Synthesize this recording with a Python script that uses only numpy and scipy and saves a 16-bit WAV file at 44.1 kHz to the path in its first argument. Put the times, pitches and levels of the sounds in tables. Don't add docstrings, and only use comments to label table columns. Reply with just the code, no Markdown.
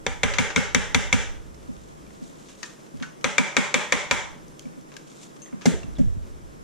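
import sys
import numpy as np
from scipy import signal
from scipy.fft import rfft, irfft
from scipy.io import wavfile
from scipy.ndimage import uniform_filter1d

SR = 44100
rng = np.random.default_rng(int(sys.argv[2]) if len(sys.argv) > 2 else 0)


def to_wav(sig):
    pcm = np.clip(np.atleast_2d(sig), -1, 1) * 32767
    pcm = np.round(pcm).astype(np.int16)
    wavfile.write(sys.argv[1], SR, pcm.T)


N = 292723

# start in seconds, strongest rim modes in dB, peak in dB, left over right in dB,
# send to the walls in dB against the peak, brightness of that send in dB an octave,
# thump of the pot on the counter in dB, jolt of the mount in dB, wobble of the mount in dB.
KNOCKS = [(0.065, -8.5, -9.5, 2.5, 2, 0.5, -31, -25.5, -25.5),
          (0.233, -1, -6, 5, 8, 0.1, -23.5, -17.5, -20.5), (0.385, -0.5, -6, 7.5, 10, 0.7, -24.5, -14, -28),
          (0.561, 1.5, -4.5, 4.5, 8.5, 0.76, -23, -13, -29), (0.747, -1, -3, 4.5, 7, 0.6, -24, -12, -25),
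          (0.946, -1.5, -4, 4.5, 8.5, 1.3, -22.5, -13.5, -20),
          (1.127, -1, -3.5, 5, 8, 1.4, -21, -10.5, -18), (3.243, -2.5, -7, 4.5, 8.5, 0.4, -35, -19, -54),
          (3.382, 1.5, -3.5, 3.5, 8.5, 0.4, -41, -13, -52),
          (3.567, -0.5, -4.5, 3, 11.5, 0.6, -39, -13.5, -50),
          (3.742, -1, -3.5, 3.5, 10, 0.9, -42, -15.5, -48), (3.923, -0.5, -3, 4.5, 9.5, 0.4, -48, -19, -32),
          (4.111, -1, -3.5, 3, 9, 0.7, -36, -20, -28)]
# start in seconds, peak in dB,
# left over right in dB, contact noise in dB against the ring, send to the walls in dB against the peak,
# counter thump in dB, jolt in dB, wobble in dB.
LANDING = [(5.656, -9.5, 2.5, 8, 8, -39, -4.5, -38), (5.731, -27.5, 2, -14, -12, -34, -40, -50),
           (5.984, -32, 2, 2, 8.5, -23, -8, -14.5)]
# time in seconds, wobble in dB, rumble common to both sides in dB.
SWAY = [(0, -52, -51.5), (1.3, -34, -51), (1.6, -52, -49.5), (2.24, -62.5, -57.5), (2.8, -68, -66),
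        (3.3, -53, -73), (4.4, -53, -58.5), (4.8, -64, -63.5), (5.5, -79, -71), (6.0, -55, -42.5),
        (6.64, -48, -53.5)]
# frequency in Hz, level in dB per Hz.
DEEP = [(15, 0.5), (35, -1), (62, 6.5), (90, -6.5), (108, 3), (200, -84)]
# frequency in Hz, level in dB per Hz.
TICK = [(300, -14), (1000, 3), (2500, 4.5), (4800, -1.5), (6500, 0.5), (8500, -14.5), (12000, -26),
        (16000, -41)]


def amp(db):
    return 10 ** (np.asarray(db) / 20)


def evened(x):
    return x / np.sqrt(np.mean(x ** 2) + 1e-20)


def read(table, hz, axis=1):
    table = np.array(table)
    return np.interp(np.log(hz + 1), np.log(table[:, 0] + 1), table[:, axis])


def follow(table, axis):
    table = np.array(table)
    return amp(np.interp(np.arange(N) / SR, table[:, 0], table[:, axis]))


def add(mix, s, db, sound, pan_db=0):
    part = mix[:, round(s * SR):][:, :sound.shape[1]]
    gain = amp(db + pan_db * np.array([[.5], [-.5]]))
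    part += gain * sound[:, :part.shape[1]] / abs(sound.mean(0)).max()


def coloured(table, size, channels=1):
    z = rfft(rng.standard_normal((channels, size)))
    gain = amp(read(table, np.fft.rfftfreq(size, 1 / SR)))
    return evened(irfft(z * gain, size))


def click(table):
    level_db = np.maximum(read(table, np.fft.rfftfreq(4096, 1 / SR)), -100)
    half = np.log(amp(level_db))
    full = np.concatenate([half, half[-2:0:-1]])
    minimum_phase = np.exp(signal.hilbert(full).conj())
    shape = np.fft.ifft(minimum_phase).real[None, :2048]
    return shape / np.linalg.norm(shape)


def ringing(modes, size, rise, spread_db=0.3, apart=0.68):
    hz, db, t60 = np.transpose(modes)[:, :, None]
    level, phase, other = rng.standard_normal((3, len(modes), 1))
    t = np.arange(size) / SR
    decay_db = 60 * t / np.clip(t60, .01, .35)
    level = amp(db + spread_db * level - decay_db)
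    ring = [(level * np.sin(2 * np.pi * hz * t + 1.03 * phase + side * apart * other)).sum(0)
            for side in (0, 1)]
    return np.array(ring) * (1 - np.exp(-t / rise)) ** 2


def tilted(table, treble_db):
    return [(hz, db + treble_db * np.log2(hz / 2000), *rest) for hz, db, *rest in table]


def blow(modes, colour, crack_db, crack_t60, size=12000):
    noise = rng.standard_normal((3, size))
    fade = amp(-60 * np.arange(size) / SR / crack_t60)
    burst = (noise[0] + 1.37 * noise[1:]) * fade
    crack = signal.oaconvolve(burst, click(colour), axes=1)[:, :size]
    return ringing(modes, size, 0.00029) + amp(crack_db) * crack


def hum():
    # frequency in Hz, level in dB per Hz.
    mid_colour = [(59, -40.5), (100, -27), (140, 0), (335, -4), (558, -9), (768, -17.5), (1030, -17.5),
                  (2630, -24.5), (3400, -24), (4570, -28.5), (5300, -24.5), (7290, -26.5), (12100, -36),
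                  (14100, -41), (16000, -74)]
    # frequency in Hz, level in dB per Hz.
    side_colour = [(35, -44), (60, -18), (91, -14.5), (172, -0.5), (1250, -13), (3040, -29.5), (3670, -35),
                   (4030, -44), (4750, -32), (7230, -26.5), (12400, -38), (14600, -48), (16000, -62)]
    # frequency in Hz, rms level in dB.
    drone = [(118.4, -72), (150.7, -61.5), (317.6, -62.5)]
    mid_db, side_db = -50.5, -48
    swell = amp(evened(uniform_filter1d(rng.standard_normal((2, N)), 3000)))
    mid = amp(mid_db) * coloured(mid_colour, N)[0] * swell[0]
    for hz, db in drone:
        waver = 1 + 0.0046 * evened(uniform_filter1d(rng.standard_normal(N), 8000))
        mid = mid + amp(db) * np.sqrt(2) * np.sin(2 * np.pi * hz * np.cumsum(waver) / SR)
    side = amp(side_db) * coloured(side_colour, N)[0] * swell[1]
    return np.array([mid + side, mid - side])


def shakes():
    # start in seconds, jolt in dB, wobble in dB.
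    bumps = [(1.676, -24, -44), (2.207, -26, -48), (2.929, -29, -38), (2.999, -22.5, -58),
             (4.643, -26, -62), (4.763, -33, -63.5), (5.517, -22.5, -65), (5.674, -18, -43),
             (5.711, -23, -23), (5.828, -28, -32), (5.865, -31.5, -30), (6.039, -30, -15.5),
             (6.147, -35, -36), (6.3, -54, -36), (6.411, -50, -39)]
    return [(row[0], *row[-2:]) for row in KNOCKS + LANDING + bumps]


def settling(rest, rise_s, t60, gain_db=0):
    clock = np.arange(0, N, 32) / SR
    s, _, wobble_db = np.transpose(shakes())[:, :, None]
    t = np.maximum(clock - s, 0)
    swing = amp(wobble_db + gain_db - 60 * t / t60) * (1 - np.exp(-(t / rise_s) ** 2))
    power = (swing ** 2).sum(0)
    return np.sqrt(rest ** 2 + np.interp(np.arange(N) / SR, clock, power))


def wobble():
    level = settling(follow(SWAY, axis=1), rise_s=0.018, t60=0.53)
    return coloured(DEEP, N) * level * amp([[-1.4], [1.4]])


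def rumble():
    return coloured(DEEP, N) * settling(follow(SWAY, axis=2), rise_s=0.0072, t60=0.15, gain_db=-17)


def jolts():
    # frequency in Hz, level in dB, t60 in seconds.
    mount_modes = [(248.3, 9.5, 0.065), (194.4, -8.5, 0.24), (155.7, -4, 0.12), (558, 1, 0.038)]
    lag_s = 0.00812
    out = np.zeros((2, N))
    for s, jolt_db, _ in shakes():
        add(out, s + lag_s, jolt_db, ringing(mount_modes, 16000, 0.009, apart=0.22), -.8)
    return out


def mount():
    return (jolts() + wobble()) * [[1], [-1]] + rumble()


def struck(burst, pair_db):
    # frequency in Hz, level in the first burst in dB,
    # level in the second burst in dB, t60 in seconds (ringing holds it at 0.35 or less).
    pot_modes = [(454, -9.5, -13, 0.11), (502, -9, -12, 0.088), (536, -12, -4.5, 0.081),
                 (590, -27, -21, 0.37), (774, -12.5, -15, 0.18), (857, -23, -21, 0.36),
                 (930, -30, -23, 0.33), (971, -6.5, -11.5, 0.074), (1030, -15, -13, 0.092),
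                 (1242, -13, -6.5, 0.053), (1397, -14.5, -11.5, 0.16), (1621, -22, -3, 0.04),
                 (1833, -24, -3, 0.072), (2144, 5, 0, 0.046), (2321, 5, 5, 0.038), (2510, -40, -5.5, 0.053),
                 (2640, -3, -21, 0.024), (3200, -9.5, -30, 0.046), (3417, -6, -11, 0.037),
                 (3595, -6.5, -8, 0.042), (3804, -10, -7, 0.0383), (4597, -10.5, -11.5, 0.027),
                 (6080, -11, -21, .06), (6984, -11, -11.5, 0.036), (7515, -4.5, -4, 0.012)]
    spread_db, detune = 1.0, .002
    pair_low_hz, pair_high_hz = 2000, 2550
    level, tune = rng.standard_normal((2, len(pot_modes)))
    modes = []
    for row, a, b in zip(pot_modes, level, tune):
        boost_db = pair_db * (pair_low_hz < row[0] < pair_high_hz)
        modes.append((row[0] * (1 + detune * b), row[1 + burst] + spread_db * a + boost_db, row[3]))
    return modes


def knocks(direct, sent):
    # frequency in Hz, level in dB per Hz.
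    crack = [(260, -31), (450, -18), (1260, -3.5), (2330, -4.5), (3050, -27), (3700, -8), (5060, -19.5),
             (5970, -3), (7580, -22), (10000, -28), (13400, -46.5), (16000, -43)]
    # frequency in Hz, level in dB, t60 in seconds.
    feet = [(177.7, 10.5, 0.024), (101, -8.5, 0.11)]
    # frequency in Hz, level in dB per Hz.
    wash = [(210, -43), (350, -23.5), (404, -2.5), (575, -2.5), (696, -17), (830, -5.5), (1040, -12.5),
            (1570, -2), (2200, -4.5), (2580, -10.5), (3180, -8), (3650, -11), (3900, -13.5), (4500, -19.5),
            (6300, -14.5), (7800, -20.5), (8700, -25), (12600, -38), (16000, -69)], [(210, -26.5),
            (350, -11.5), (411, -7.5), (530, -7), (584, -1), (685, -14.5), (885, -5.5), (1260, -9),
            (2200, -2.5), (2580, -10), (3000, -10.5), (3350, -6.5), (3650, -11.5), (3900, -14), (4600, -19),
            (6330, -16), (7800, -19.5), (8700, -25.5), (12600, -39), (16000, -77)]
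    for s, pair_db, db, pan_db, wet_db, bright_db, thump_db, *_ in KNOCKS:
        burst = int(s > 2)
        treble_db = 3 + 0.4538 * db
        modes = tilted(struck(burst, pair_db), treble_db)
        add(direct, s, db, blow(modes, tilted(crack, treble_db), -2, .018), pan_db)
        add(direct, s + 0.00341, thump_db, ringing(feet, 8000, 0.0044, apart=0.11))
        add(sent, s, db + wet_db, click(tilted(wash[burst], bright_db)))


def kitchen(x):
    # frequency in Hz, level in dB, t60 in seconds, left-right likeness from 0 to 1.
    room = [(191, 10, 0.16, 0.83), (362, 8.5, 0.31, 0.85), (480, -1.5, 0.56, 1), (800, 5.5, 0.51, 0.011),
            (1180, 4.5, 0.48, 0.4), (1590, 1.5, 0.45, 0.57), (2340, 3.5, 0.42, 0.27), (3300, 1, 0.44, 0.76),
            (4100, -1, 0.44, 0.74), (6500, 4.5, 0.43, 0.044), (11700, 3.5, 0.27, 0)]
    tails, tails_per_s = 4, 5.3
    hz, t, z = signal.stft(rng.standard_normal((2, tails, SR // 2)), SR, nperseg=256)
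    same = np.clip(read(room, hz, axis=3), -1, 1)[:, None]
    z = np.array([z[0], same * z[0] + np.sqrt(1 - same ** 2) * z[1]])
    decay_db = 60 * t / read(room, hz, axis=2)[:, None]
    tail = signal.istft(z * amp(read(room, hz)[:, None] - decay_db), SR, nperseg=256)[1]
    tail *= np.clip((np.arange(tail.shape[2]) / SR - .003) / 0.0019, 0, 1)
    turn = np.arange(N) * tails_per_s / SR - np.arange(tails)[:, None]
    away = abs(turn % tails - tails / 2)
    feed = x.mean(0) * np.cos(np.pi / 2 * np.minimum(away, 1))
    return signal.fftconvolve(feed[None], tail / np.linalg.norm(tail[0, 0]), axes=2).sum(1)[:, :N]


def faint_taps():
    count, middle_db, low_hz, high_hz = 12, -49, 1200, 3600
    rows = []
    for when, size, pitch in rng.random((count, 3)):
        db = middle_db + 4.8 * (size - .5)
        hz = low_hz * (high_hz / low_hz) ** pitch
        rows.append((when * N / SR, db, hz, 1.5, -11, 0.025, -2.5, 1.5))
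    return rows


def taps(direct, sent):
    # start in seconds, peak in dB, ring in Hz, left over right in dB, ring in dB,
    # contact t60 in seconds, send to the walls in dB against the peak, brightness in dB an octave.
    tap_rows = [(0.337, -19.5, 1820, 0, -16, 0.1, 6, -1), (0.503, -22.5, 1580, -1, -5, 0.07, 7, -3),
                (0.578, -15.5, 1460, 1, 10, 0.018, -3, 0.1), (1.5447, -50, 2070, -17, -15, 0.031, -29.5, 7),
                (1.766, -41.5, 3580, 2, -11, .012, -3, 3), (2.066, -42.5, 2370, 0, -10, .012, -3, -2),
                (2.106, -43, 1850, 7, -19, 0.023, -3, -4), (2.459, -46, 3300, 2, -10, .012, -3, 1.5),
                (2.486, -42, 6200, 9, -5, 0.04, 16, 1.5), (2.63, -23.5, 1840, 7, -8, 0.042, 4, 1.5),
                (2.64, -33.5, 1790, 9, 14, .015, -3, -1), (2.802, -47, 5600, 5, -10, .015, -3, 1.5),
                (2.865, -47.5, 5770, 6, -16, .015, -1, 2), (2.972, -45, 3300, 1.5, -19, 0.014, -5, 7),
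                (3.0008, -38.5, 3180, 0, -13, 0.02, 10, -3),
                (3.0246, -26.5, 2820, 1.5, -16, 0.054, 7, -0.5), (3.211, -41, 3000, 1.5, -12, .015, 6, 3),
                (4.482, -46, 6000, 1.5, -12, .012, -3, 15), (4.594, -31, 3160, 0, -15, 0.0096, 0, 6.5),
                (4.655, -45, 2310, 1.5, -5, .015, -5, -6), (4.687, -51, 2520, 1.5, -12, .012, -3, -1.5),
                (4.811, -44, 6200, 1.5, -15, 0.011, -3, 12), (4.918, -41.5, 2320, 2.5, -10, 0.065, 12, -3),
                (4.94, -42, 6600, 2.5, -14, 0.02, -2, 3), (4.966, -31, 1610, 4, -8.5, 0.03, -3, 4),
                (5.365, -43, 1220, -2, -6, 0.025, -3, 0), (5.46, -42, 1954, 2, -4, 0.02, 10, -3.5),
                (5.4605, -47, 3300, 0, 3, .012, -3, -2), (5.482, -46, 1810, 4, -2, 0.014, -3, -7),
                (5.526, -42.5, 1460, -1.5, -6, 0.028, 9, -10.5), (5.529, -48, 2150, -1.5, 0, 0.015, -3, -5),
                (5.6114, -38, 1180, 4, -4, 0.033, -3, 2), (5.618, -33, 1690, 4, -17, 0.043, 12.5, 0),
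                (5.6605, -15, 2100, 2, -6, 0.018, -7, -0.5), (5.664, -20, 1620, 3, -5, 0.014, -8, 1.5),
                (5.832, -34.5, 2710, 1, -2, 0.045, -3, -2.5), (5.953, -47, 3950, -1, -3, .03, -3, 0),
                (5.962, -46, 3650, 1, -3, .03, -3, -1.5), (5.969, -41, 3400, -1, 0, 0.04, 2, -4)]
    ring_t60 = 0.028
    for s, db, hz, pan_db, ring_db, contact_t60, wet_db, bright_db in tap_rows + faint_taps():
        colour = tilted(TICK, bright_db)
        tap = blow([(hz, ring_db, ring_t60)], colour, -12.5, np.clip(contact_t60, .004, .3))
        add(direct, s, db, tap, pan_db)
        add(sent, s, db + wet_db, click(colour))


def rustle():
    # loudest moment in seconds, peak in dB, swell in seconds, fade in seconds.
    strokes = [(1.9, -60.5, 0.58, 0.083), (2.25, -55.5, 0.19, 0.093), (2.5, -54, 0.26, 0.11),
               (2.66, -48.5, 0.082, 0.11), (3.05, -60, 0.33, 0.11), (4.63, -65, 0.16, 0.16),
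               (5.11, -53.5, 0.091, 0.091), (5.17, -56, 0.05, .05), (5.235, -46.5, 0.057, 0.051),
               (5.36, -64, 0.11, 0.4)]
    # frequency in Hz, level in dB per Hz.
    cloth = [(590, -21), (1000, -1), (1110, -33), (2030, -8.5), (3710, 0), (4710, -4.5), (7060, 1.5),
             (12000, -19), (15600, -52), (22000, -120)]
    stroke_db = -13.5
    grain = amp(2.5 * evened(uniform_filter1d(rng.standard_normal(N), 400)))
    noise = coloured(cloth, N, channels=3)
    t = np.arange(N) / SR
    power = 0
    for s, db, swell, fade in strokes:
        power = power + amp(db + stroke_db * np.maximum((s - t) / swell, (t - s) / fade)) ** 2
    return evened((noise[0] + noise[1:]) * grain) * np.sqrt(power)


def after_ring(direct):
    # start in seconds, peak in dB, left over right in dB.
    rings = [(3.0271, -27.5, 1.9)]
    # frequency in Hz, level in dB, t60 in seconds.
    low_part = [(1340, -13, .13), (1420, -12, .17), (1500, -7, .2), (1600, -6, .06), (1720, -2, .04),
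                (1880, -3, .045), (2160, -5, .045)]
    for s, db, pan_db in rings:
        add(direct, s, db, ringing(low_part, 9000, 0.0013), pan_db)


def clink(direct):
    # start in seconds, peak in dB, left over right in dB.
    brushes = [(5.419, -39, 10), (5.4275, -56, 8.9)]
    # frequency in Hz, level in dB, t60 in seconds.
    metal = [(2740, -17, 0.28), (6380, -0.5, 0.24), (6560, -9, .07), (7240, -10, .12), (8120, -15.5, .25),
             (9300, -20, .08)]
    damped_s, damping_s = 0.068, 0.006
    for s, db, pan_db in brushes:
        touched_for = np.maximum(np.arange(12000) / SR - damped_s, 0)
        add(direct, s, db, blow(metal, TICK, -14.0, .02) * np.exp(-touched_for / damping_s), pan_db)


def landing(direct, sent):
    # frequency in Hz, level in dB, t60 in seconds.
    body = [(365, 2, 0.22), (416, 6.5, 0.16), (455, 10.5, 0.1), (555, 1, 0.12), (660, -1.5, 0.21),
            (770, -2, 0.11), (956, -9, .12), (1285, -7.5, 0.15), (1605, -4, 0.11), (1930, -3, 0.098),
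            (2100, -16, 0.07), (2840, -6, 0.045)]
    # frequency in Hz, level in dB per Hz.
    slap = [(180, -42), (300, -16), (870, 0), (1170, -18), (2100, -7), (2440, -15.5), (4090, -15.5),
            (6200, -8), (16000, -42)]
    # frequency in Hz, level in dB, t60 in seconds.
    counter = [(156, 1, 0.046), (126, -7.5, 0.15), (252.6, 0, 0.072), (329, -10, 0.062), (579, -10, 0.061)]
    # frequency in Hz, level in dB per Hz.
    thud = [(180, -37), (300, -1.5), (440, -3.5), (600, -6), (800, -13), (1170, -16.5), (1750, -9),
            (2500, -14.5), (3600, -12.5), (5300, -21.5), (7320, -15), (12500, -32), (14000, -45),
            (16000, -101)]
    for s, db, pan_db, crack_db, wet_db, thump_db, *_ in LANDING:
        add(direct, s, thump_db, ringing(counter, 12000, 0.0033, apart=.1))
        add(direct, s, db, blow(body, slap, crack_db, 0.075), pan_db)
        add(sent, s, db + wet_db, click(thud))


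def boom(direct):
    # start in seconds, peak in dB.
    booms = [(5.656, -19.5)]
    # frequency in Hz, level in dB, t60 in seconds.
    slab = [(139, -7, .16), (163, 0, .14), (184, -3, .12)]
    for s, db in booms:
        add(direct, s, db, ringing(slab, 9000, .002, apart=.1))


def rocking(direct):
    # start in seconds, peak in dB.
    rocks = [(5.843, -34.5), (5.885, -41), (6.066, -29.5), (6.167, -31)]
    # frequency in Hz, level in dB, t60 in seconds.
    dull = [(61, -0.5, 0.055), (107, 5, 0.061), (163, -6, 0.06)]
    for s, db in rocks:
        add(direct, s, db, ringing(dull, 6000, 0.0027, apart=.1))


def scene():
    direct, sent = np.zeros((2, 2, N))
    knocks(direct, sent)
    taps(direct, sent)
    after_ring(direct)
    clink(direct)
    landing(direct, sent)
    boom(direct)
    rocking(direct)
    answer = kitchen(sent + 0.3 * direct)
    return hum() + mount() + direct + answer + rustle()


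def record(dry):
    full_scale, edge_hz = 0.95, 16500
    threshold_db, recovery_db_per_s, attack_s = -24.5, 184.0, 0.013
    high = signal.sosfiltfilt(signal.butter(4, 340, "high", fs=SR, output="sos"), dry)
    power = signal.lfilter([.01], [1, -.99], (high ** 2).mean(0))
    power_db = 10 * np.log10(abs(power) + 1e-12)
    fall = np.arange(N) * recovery_db_per_s / SR
    held_db = np.maximum.accumulate(power_db + fall) - fall
    over_db = np.maximum(held_db - threshold_db, 0)
    lag = np.exp(-1 / (attack_s * SR))
    duck_db = 0.67 * signal.lfilter([1 - lag], [1, -lag], over_db)
    ducked = dry - high + high / amp(duck_db)
    clipped = np.clip(ducked, -full_scale, full_scale)
    band_limit = signal.firwin(511, edge_hz, window=("kaiser", 9), fs=SR)
    return signal.oaconvolve(clipped, band_limit[None], "same")


dry = scene()
out = record(dry)
to_wav(out)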